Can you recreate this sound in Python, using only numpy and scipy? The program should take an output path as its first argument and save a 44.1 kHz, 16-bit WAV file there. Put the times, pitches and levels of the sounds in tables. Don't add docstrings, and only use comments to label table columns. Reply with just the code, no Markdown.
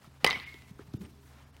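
import sys
import numpy as np
from scipy import signal
from scipy.fft import rfft, irfft, next_fast_len
from scipy.io import wavfile
from scipy.ndimage import uniform_filter1d, map_coordinates

SR = 44100
rng = np.random.default_rng(int(sys.argv[2]) if len(sys.argv) > 2 else 0)


def to_wav(s):
    ch = np.atleast_2d(s).T
    pcm = np.round(np.clip(ch, -1, 1) * 32767)
    wavfile.write(sys.argv[1], SR, pcm.astype(np.int16))


def gain_from_db(level_db):
    decades = np.asarray(level_db, float) / 20
    return 10 ** decades


N = 70560


def unit(x):
    return x / np.sqrt(np.mean(x ** 2) + 1e-20)


def along(points, hz):
    f, v = np.transpose(points)
    return np.interp(np.log(hz + 1), np.log(f + 1), v)


def wobble(rate_hz):
    return map_coordinates(rng.standard_normal(400), [np.arange(N) * min(rate_hz, 240) / SR])


def filtered(x, response):
    m = next_fast_len(len(x) + 8192)
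    return irfft(rfft(x, m) * response(np.fft.rfftfreq(m, 1 / SR)), m)[:len(x)]


def causal(points):
    cepstrum = irfft(np.log(gain_from_db(along(points, np.fft.rfftfreq(4096, 1 / SR)))))
    cepstrum[1:2048] *= 2
    cepstrum[2049:] = 0
    return irfft(np.exp(rfft(cepstrum)))[:1024]


def patchy(count, patch_db, t60=None):
    hz, t, z = signal.stft(rng.standard_normal(count), SR, nperseg=256)
    field = uniform_filter1d(rng.standard_normal(z.shape), size=4, axis=0)
    field = uniform_filter1d(field, size=6, axis=1)
    fall_db = 0 if t60 is None else -60 * t / np.abs(along(t60, hz))[:, None]
    return signal.istft(z * gain_from_db(patch_db * unit(field) + fall_db), SR, nperseg=256)[1][:count]


def reverberated(x, tail, wet_db):
    return x + gain_from_db(wet_db) * signal.fftconvolve(x, tail / np.linalg.norm(tail))[:N]


def add(track, s, sound):
    part = track[max(round(s * SR), 0):][:len(sound)]
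    part += sound[:len(part)]


# (frequency [Hz], level [dB])
CRACK_COLOUR = [(100, -14), (400, -6), (1400, -2), (3000, 0), (5000, -3), (6800, -16), (8800, -10),
                (15000, -21)]


def crack(centre_hz, flat_db, colour):
    t60_s, q, snap = .008, 2.5, 3
    t = np.arange(1024) / SR
    crackle = rng.standard_normal(1024) + snap * (t == 0)
    burst = np.convolve(crackle * gain_from_db(-60 * t / t60_s), colour)
    width_hz = centre_hz / q

    def response(f):
        band = 1j * f * width_hz / (centre_hz ** 2 - f * f + 1j * f * width_hz)
        return gain_from_db(flat_db) + band ** 2

    burst = filtered(burst, response)
    return burst / np.abs(burst).max()


# (frequency [Hz], level [dB], t60 [s])
BARREL_MODES = [(580, 3, 0.0041), (900, -7.5, 0.018), (1015, -9, 0.027), (1690, -16, 0.0093),
                (2010, 0, 0.056), (2148, -12.5, 0.11), (3035, -6, 0.031), (3146, -12, 0.035),
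                (3900, -17.5, 0.02), (4820, -25, 0.05), (5270, -38, 0.045)]


def ping():
    attack_s = 0.00025
    t = np.arange(SR // 4) / SR
    ring = 0
    for hz, db, t60 in BARREL_MODES:
        ring = ring + gain_from_db(db + rng.normal(0, 2) - 60 * t / t60) * np.sin(2 * np.pi * hz * t)
    return ring * (1 - np.exp(-t / attack_s))


# (time [s], crack level [dB], ping level [dB], crack centre [Hz], broadband share [dB])
ARRIVALS = [(.2447, -8.5, -54.5, 4400, -3.5), (.2458, -9.5, -24.5, 3090, -13),
            (0.2465, -9, -45.5, 2260, -5.5), (.2482, -22.5, -44, 3120, -26.5),
            (.2503, -29.5, -39, 2800, -7), (.2517, -21.5, -40.5, 2960, -6), (0.2540, -29, -39, 2560, -12.5),
            (0.2646, -21, -41.5, 8400, -7), (.2645, -24.5, -39.5, 3580, -18.5),
            (.2652, -16.5, -16.5, 4400, -10.5), (0.2746, -22.5, -35.5, 5700, -1.5),
            (0.2805, -24.5, -47.5, 1020, -33.5), (0.2927, -25, -45.5, 1090, -35.5),
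            (0.3018, -26, -50, 6500, -12), (0.3026, -25, -31, 3970, -10.5), (0.3078, -19, -25.5, 3750, -19),
            (0.3104, -26.5, -34.5, 3000, -25), (.317, -24.5, -35, 3400, -42),
            (.3288, -30.5, -28, 4740, -16.5), (.3590, -36, -32, 2580, -14),
            (.3762, -42.5, -55, 3930, -27.5), (.3902, -41, -55, 3600, -20), (.3995, -32, -46.5, 3920, -30),
            (.492, -45.5, -62, 3860, -25), (.5425, -39, -53, 3380, 3), (.6215, -44, -74, 6000, 5)]


def bat():
    out, colour = np.zeros(N), causal(CRACK_COLOUR)
    for s, crack_db, ping_db, centre_hz, flat_db in ARRIVALS:
        add(out, s, gain_from_db(crack_db) * crack(centre_hz, flat_db, colour))
        add(out, s, gain_from_db(ping_db) * ping())
    return reverberated(out, patchy(SR // 2, 2, [(100, .3)]), wet_db=-15)


# (start [s], frequency [Hz])
HOOP_MODES = [(.257, 2029), (.36, 1996), (.3, 2171), (.343, 2200), (.306, 2190), (.264, 2035),
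              (.2645, 4893), (.3275, 4900), (.305, 5280), (.308, 3160), (.4, 3170), (.418, 4900),
              (.2448, 15700), (.2446, 16600), (.2655, 9092), (.2642, 12800), (.468, 2165), (.52, 2170),
              (.58, 2020), (.67, 2170)]
# (level [dB], t60 [s], swell [s])
HOOP_ENVELOPES = [(-30, 0.42, .006), (-51, 0.83, 0.033), (-44.5, 0.45, 0.012), (-26.5, 0.098, 0.0024),
                  (-28.5, 0.071, .002), (-20.5, .1, .002), (-23.5, 0.026, 0.00073), (-34.5, 0.037, 0.0027),
                  (-49.5, 0.21, 0.008), (-33.5, 0.096, 0.0023), (-45, 0.05, 0.0026), (-54, 0.067, 0.0036),
                  (-30.5, .012, .0005), (-16.5, .008, 0.00036), (-37.5, 0.031, 0.0031), (-40, .008, .0005),
                  (-41.5, 0.2, 0.0066), (-42.5, 0.21, 0.0053), (-56, 0.26, .014), (-54, 0.14, 0.012)]


def hoop():
    out, t = np.zeros(N), np.arange(SR) / SR
    for (s, hz), (db, t60, swell) in zip(HOOP_MODES, HOOP_ENVELOPES):
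        waver = gain_from_db(5 * np.tanh(wobble(70)[:SR]))
        tone = np.sin(2 * np.pi * hz * t + .7 * wobble(50)[:SR])
        envelope = gain_from_db(db - 60 * t / t60) * (1 - np.exp(-(t / swell) ** 2))
        add(out, s, envelope * waver * tone)
    return out


# (frequency [Hz], t60 [s])
YARD_T60 = [(150, 0.7), (500, 0.3), (1200, 0.53), (2100, 0.6), (4000, 0.75), (8000, 1), (15000, 1)]
# (frequency [Hz], level [dB])
YARD_COLOUR = [(150, 10), (450, 16.5), (1000, 16.5), (1550, 11), (2150, 17.5), (3200, 8), (5200, -5.5),
               (7500, -18)]


def yard():
    build_s, patch_db, level_db = 0.019, 2, -34
    out, t = np.zeros(N), np.arange(SR) / SR
    tail = filtered(patchy(SR, patch_db, YARD_T60), lambda f: gain_from_db(along(YARD_COLOUR, f)))
    tail = tail / tail[:SR // 10].std()
    add(out, ARRIVALS[0][0], gain_from_db(level_db) * tail * (1 - np.exp(-(t / build_s) ** 2)))
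    return out


# (time [s], peak level [dB], pitch
# [Hz], length [cycles], pitch drop [1/cycle])
THUDS = [(0.075, -41.5, 150, 0.71, 0.02), (0.233, -40, 225, 1.5, 0.021), (.245, -12, 516, 2.03, 0),
         (0.2449, -26.5, 186, 1.5, 0), (.2465, -14.5, 742, 2.87, 0.01), (.2472, -28.5, 836, 2.5, 0.035),
         (0.2467, -21.5, 1230, 5.3, 0.016), (0.247, -29, 1720, 3.4, 0.014), (0.301, -42, 192, 2.8, 0.016),
         (0.367, -41.5, 163, 1.55, 0.025), (.543, -44.5, 348, 2.4, 0), (0.711, -36, 153, 1.5, 0.031),
         (0.7919, -42, 1370, 2.9, 0.0098), (.794, -36, 344, 1.72, 0.011), (0.802, -48, 424, 6.1, 0.0097),
         (.880, -41.5, 132.5, 2, 0.0025), (.938, -47.5, 660, 3.1, 0.0089), (0.9394, -28, 261, 2, 0),
         (0.9442, -25, 127, 1.35, 0.02), (0.974, -41.5, 103.5, 1.17, 0.013), (1.0044, -34, 203, 4.6, 0.025),
         (1.036, -44, 112, 3, 0.017)]


def thuds():
    out = np.zeros(N)
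    for s, db, hz, cycles, sag in THUDS:
        u = np.arange(int(3 * cycles / hz * SR)) / SR * hz
        shape = (u / cycles) ** 1.28 * np.exp(-(1.62 * u / cycles) ** 2)
        add(out, s, gain_from_db(db) * shape / shape.max() * np.sin(2 * np.pi * (u - sag * u * u / 2)))
    return out


# (time [s], peak level [dB], pitch [Hz], length [cycles])
TICKS = [(.045, -47, 1300, 5), (.0635, -46, 5000, 2), (.130, -57, 5000, 2), (.222, -51, 4000, 2),
         (.9345, -52, 5000, 5), (.9375, -43, 3700, 3), (.9383, -46, 6000, 3), (.9388, -52, 14000, 5),
         (.9525, -54, 3500, 3), (.9575, -51, 3200, 2), (.678, -50, 2200, 2), (1.0095, -52, 4000, 2),
         (1.017, -50, 2000, 2), (1.03, -52, 2500, 2), (1.038, -52, 3500, 2), (1.05, -47, 2400, 4),
         (1.0525, -49, 3000, 3), (1.04, -60, 8600, 40), (1.047, -58, 8600, 50), (1.056, -50, 2800, 3),
         (1.108, -55, 4000, 2), (1.312, -55, 6000, 1), (1.378, -56, 7000, 1.5), (1.399, -54, 3300, 2),
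         (1.545, -62, 3000, 20), (1.5668, -41, 2900, 1.3), (1.5669, -48, 5800, 2.5)]


def ticks():
    out = np.zeros(N)
    for s, db, hz, cycles in TICKS:
        u = np.arange(int(5 * cycles / hz * SR)) / SR * hz
        grit = 0.23 * rng.standard_normal(2000)[:len(u)]
        add(out, s, gain_from_db(db) * np.exp(-1.5 * u / cycles) * (np.sin(2 * np.pi * u) + grit))
    return out


def lawn(x):
    return reverberated(x, patchy(SR // 2, 4.3, [(100, .3)]), wet_db=-14)


# (time [s], level [dB rms], t60 [s])
ROLLS = [
    (0.792, -62.5, 0.19),
    (0.946, -49, 0.78),
    (1.01, -43.5, 0.25),
]
# (frequency [Hz], level [dB])
ROLL_COLOUR = [(100, -31), (200, 10.5), (420, -0.5), (520, -15), (1000, -29.5)]


def roll():
    attack_s = 0.0071
    out, t = np.zeros(N), np.arange(SR // 2) / SR
    for s, db, t60 in ROLLS:
        noise = unit(filtered(rng.standard_normal(len(t)), lambda f: gain_from_db(along(ROLL_COLOUR, f))))
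        add(out, s, gain_from_db(db - 60 * t / t60) * (1 - np.exp(-t / attack_s)) * noise)
    return out


# (start [s], length [s], level [dB], tilt [dB/octave])
RUSTLES = [(.008, 0.078, -60.5, -7.5), (0.132, 0.054, -65, -9.5), (0.202, 0.066, -55.5, -9),
           (0.413, 0.27, -63.5, -5.5), (0.669, 0.046, -63.5, -5), (0.78, 0.059, -61, -9),
           (0.85, 0.037, -67.5, -4.5), (0.936, 0.0098, -56, -8.5), (1.007, 0.022, -57.5, -7),
           (1.031, 0.043, -59, -7.5), (1.085, 0.027, -66.5, -4), (1.202, 0.14, -68.5, -1),
           (1.251, 0.23, -62.5, -9), (1.521, 0.088, -69.5, -9.5)]


def rustle():
    grain_db, low_cut_hz = 2.5, 1100
    out, t = np.zeros(N), np.arange(SR // 2) / SR
    for s, length, db, tilt_db in RUSTLES:
        def response(f):
            tilt = gain_from_db(tilt_db * np.log2(f / 3000 + 0.042))
            return tilt * f * f / (f * f + low_cut_hz ** 2)

        noise = unit(filtered(rng.standard_normal(len(t)), response))
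        swell = np.sin(np.pi * np.clip(t / length, 0, 1)) ** 0.54
        add(out, s, gain_from_db(db + grain_db * np.tanh(wobble(220)[:len(t)])) * swell * noise)
    return out


# (start [s], end [s], frequency [Hz], level [dB rms])
WHINE = (.63, 1.29, 406, -70.5)


def whine():
    fade_s = 0.052
    t, (start, end, hz, db) = np.arange(N) / SR, WHINE
    gate = np.clip(np.minimum(t - start, end - t) / fade_s, 0, 1)
    tone = np.sin(2 * np.pi * hz * t + .4 * wobble(14))
    return np.sqrt(2) * gain_from_db(db + 1.5 * wobble(14)) * gate * tone


# (frequency [Hz], level [dB rms])
HUM_LINES = [(74.5, -57.5), (134.6, -61.5), (224, -76.5), (270, -71.5)]


def hum():
    wander_db, wander_hz = 1, 1.74
    out, t = np.zeros(N), np.arange(N) / SR
    for hz, db in HUM_LINES:
        level = np.sqrt(2) * gain_from_db(db + wander_db * wobble(11.0))
        out += level * np.sin(2 * np.pi * np.cumsum(hz + wander_hz * wobble(7.2)) / SR)
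    return out * (1 - np.exp(-t / .05))


# (frequency [Hz], density [dB/Hz])
AIR_COLOUR = [(25, -9.5), (89, -6.5), (223, -16), (510, -25.5), (950, -24), (2760, -32.5), (14000, -43.5),
              (16000, -45.5)]


def air():
    level_db, patch_db, sway_db = -58.5, 2, 0.5
    hiss = unit(filtered(patchy(N, patch_db), lambda f: gain_from_db(along(AIR_COLOUR, f))))
    return gain_from_db(level_db + sway_db * np.tanh(wobble(25.76))) * hiss


def scene():
    blow = bat() + hoop() + yard()
    ground = lawn(thuds() + ticks()) + roll()
    return (blow + ground + rustle() + whine() + hum() + air())[None]


def microphone(x):
    bass_cut_hz, top_hz, over_top_db, end_hz = 42, 15900, -20, 17130

    def response(f):
        shelf = gain_from_db(over_top_db * np.clip((f - top_hz) / 300, 0, 1) ** 2)
        return shelf * (f < end_hz) * f * f / (f * f + bass_cut_hz ** 2)

    return filtered(x, response)


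# (centre [s], above [Hz], level [dB], highest spared line [Hz])
TREBLE_DIPS = [
    (.452, 4000, -22, 5000),
    (.985, 1800, -22, 7000),
    (1.049, 5200, -20, 9000),
    (1.455, 3000, -11, 7000),
    (1.52, 2000, -13, 6000),
]
SPARED_HZ = np.array([2800, 3600, 4900, 5600, 6700, 8600])


def treble_dips(x):
    dip_s, line_width_hz, line_db = .009, 130, 5
    t = np.arange(N) / SR
    for s, hz, db, spared_hz in TREBLE_DIPS:
        def response(f):
            centres = SPARED_HZ[SPARED_HZ < spared_hz]
            lines = sum(np.exp(-((f - c) / line_width_hz) ** 2) for c in centres)
            return (1 - gain_from_db(line_db) * lines) / (1 + (hz / (f + 1)) ** 10)

        x = x - (1 - gain_from_db(db)) * np.exp(-((t - s) / dip_s) ** 2) * filtered(x, response)
    return x


def top_cut(x):
    return signal.sosfilt(signal.butter(12, 17130, fs=SR, output="sos"), x)


def record(dry):
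    ceiling = .5
    x = treble_dips(microphone(dry[0]))
    x = x / (1 + np.abs(x / ceiling) ** 6) ** (1 / 6)
    return top_cut(x[None])


dry = scene()
out = record(dry)
to_wav(out)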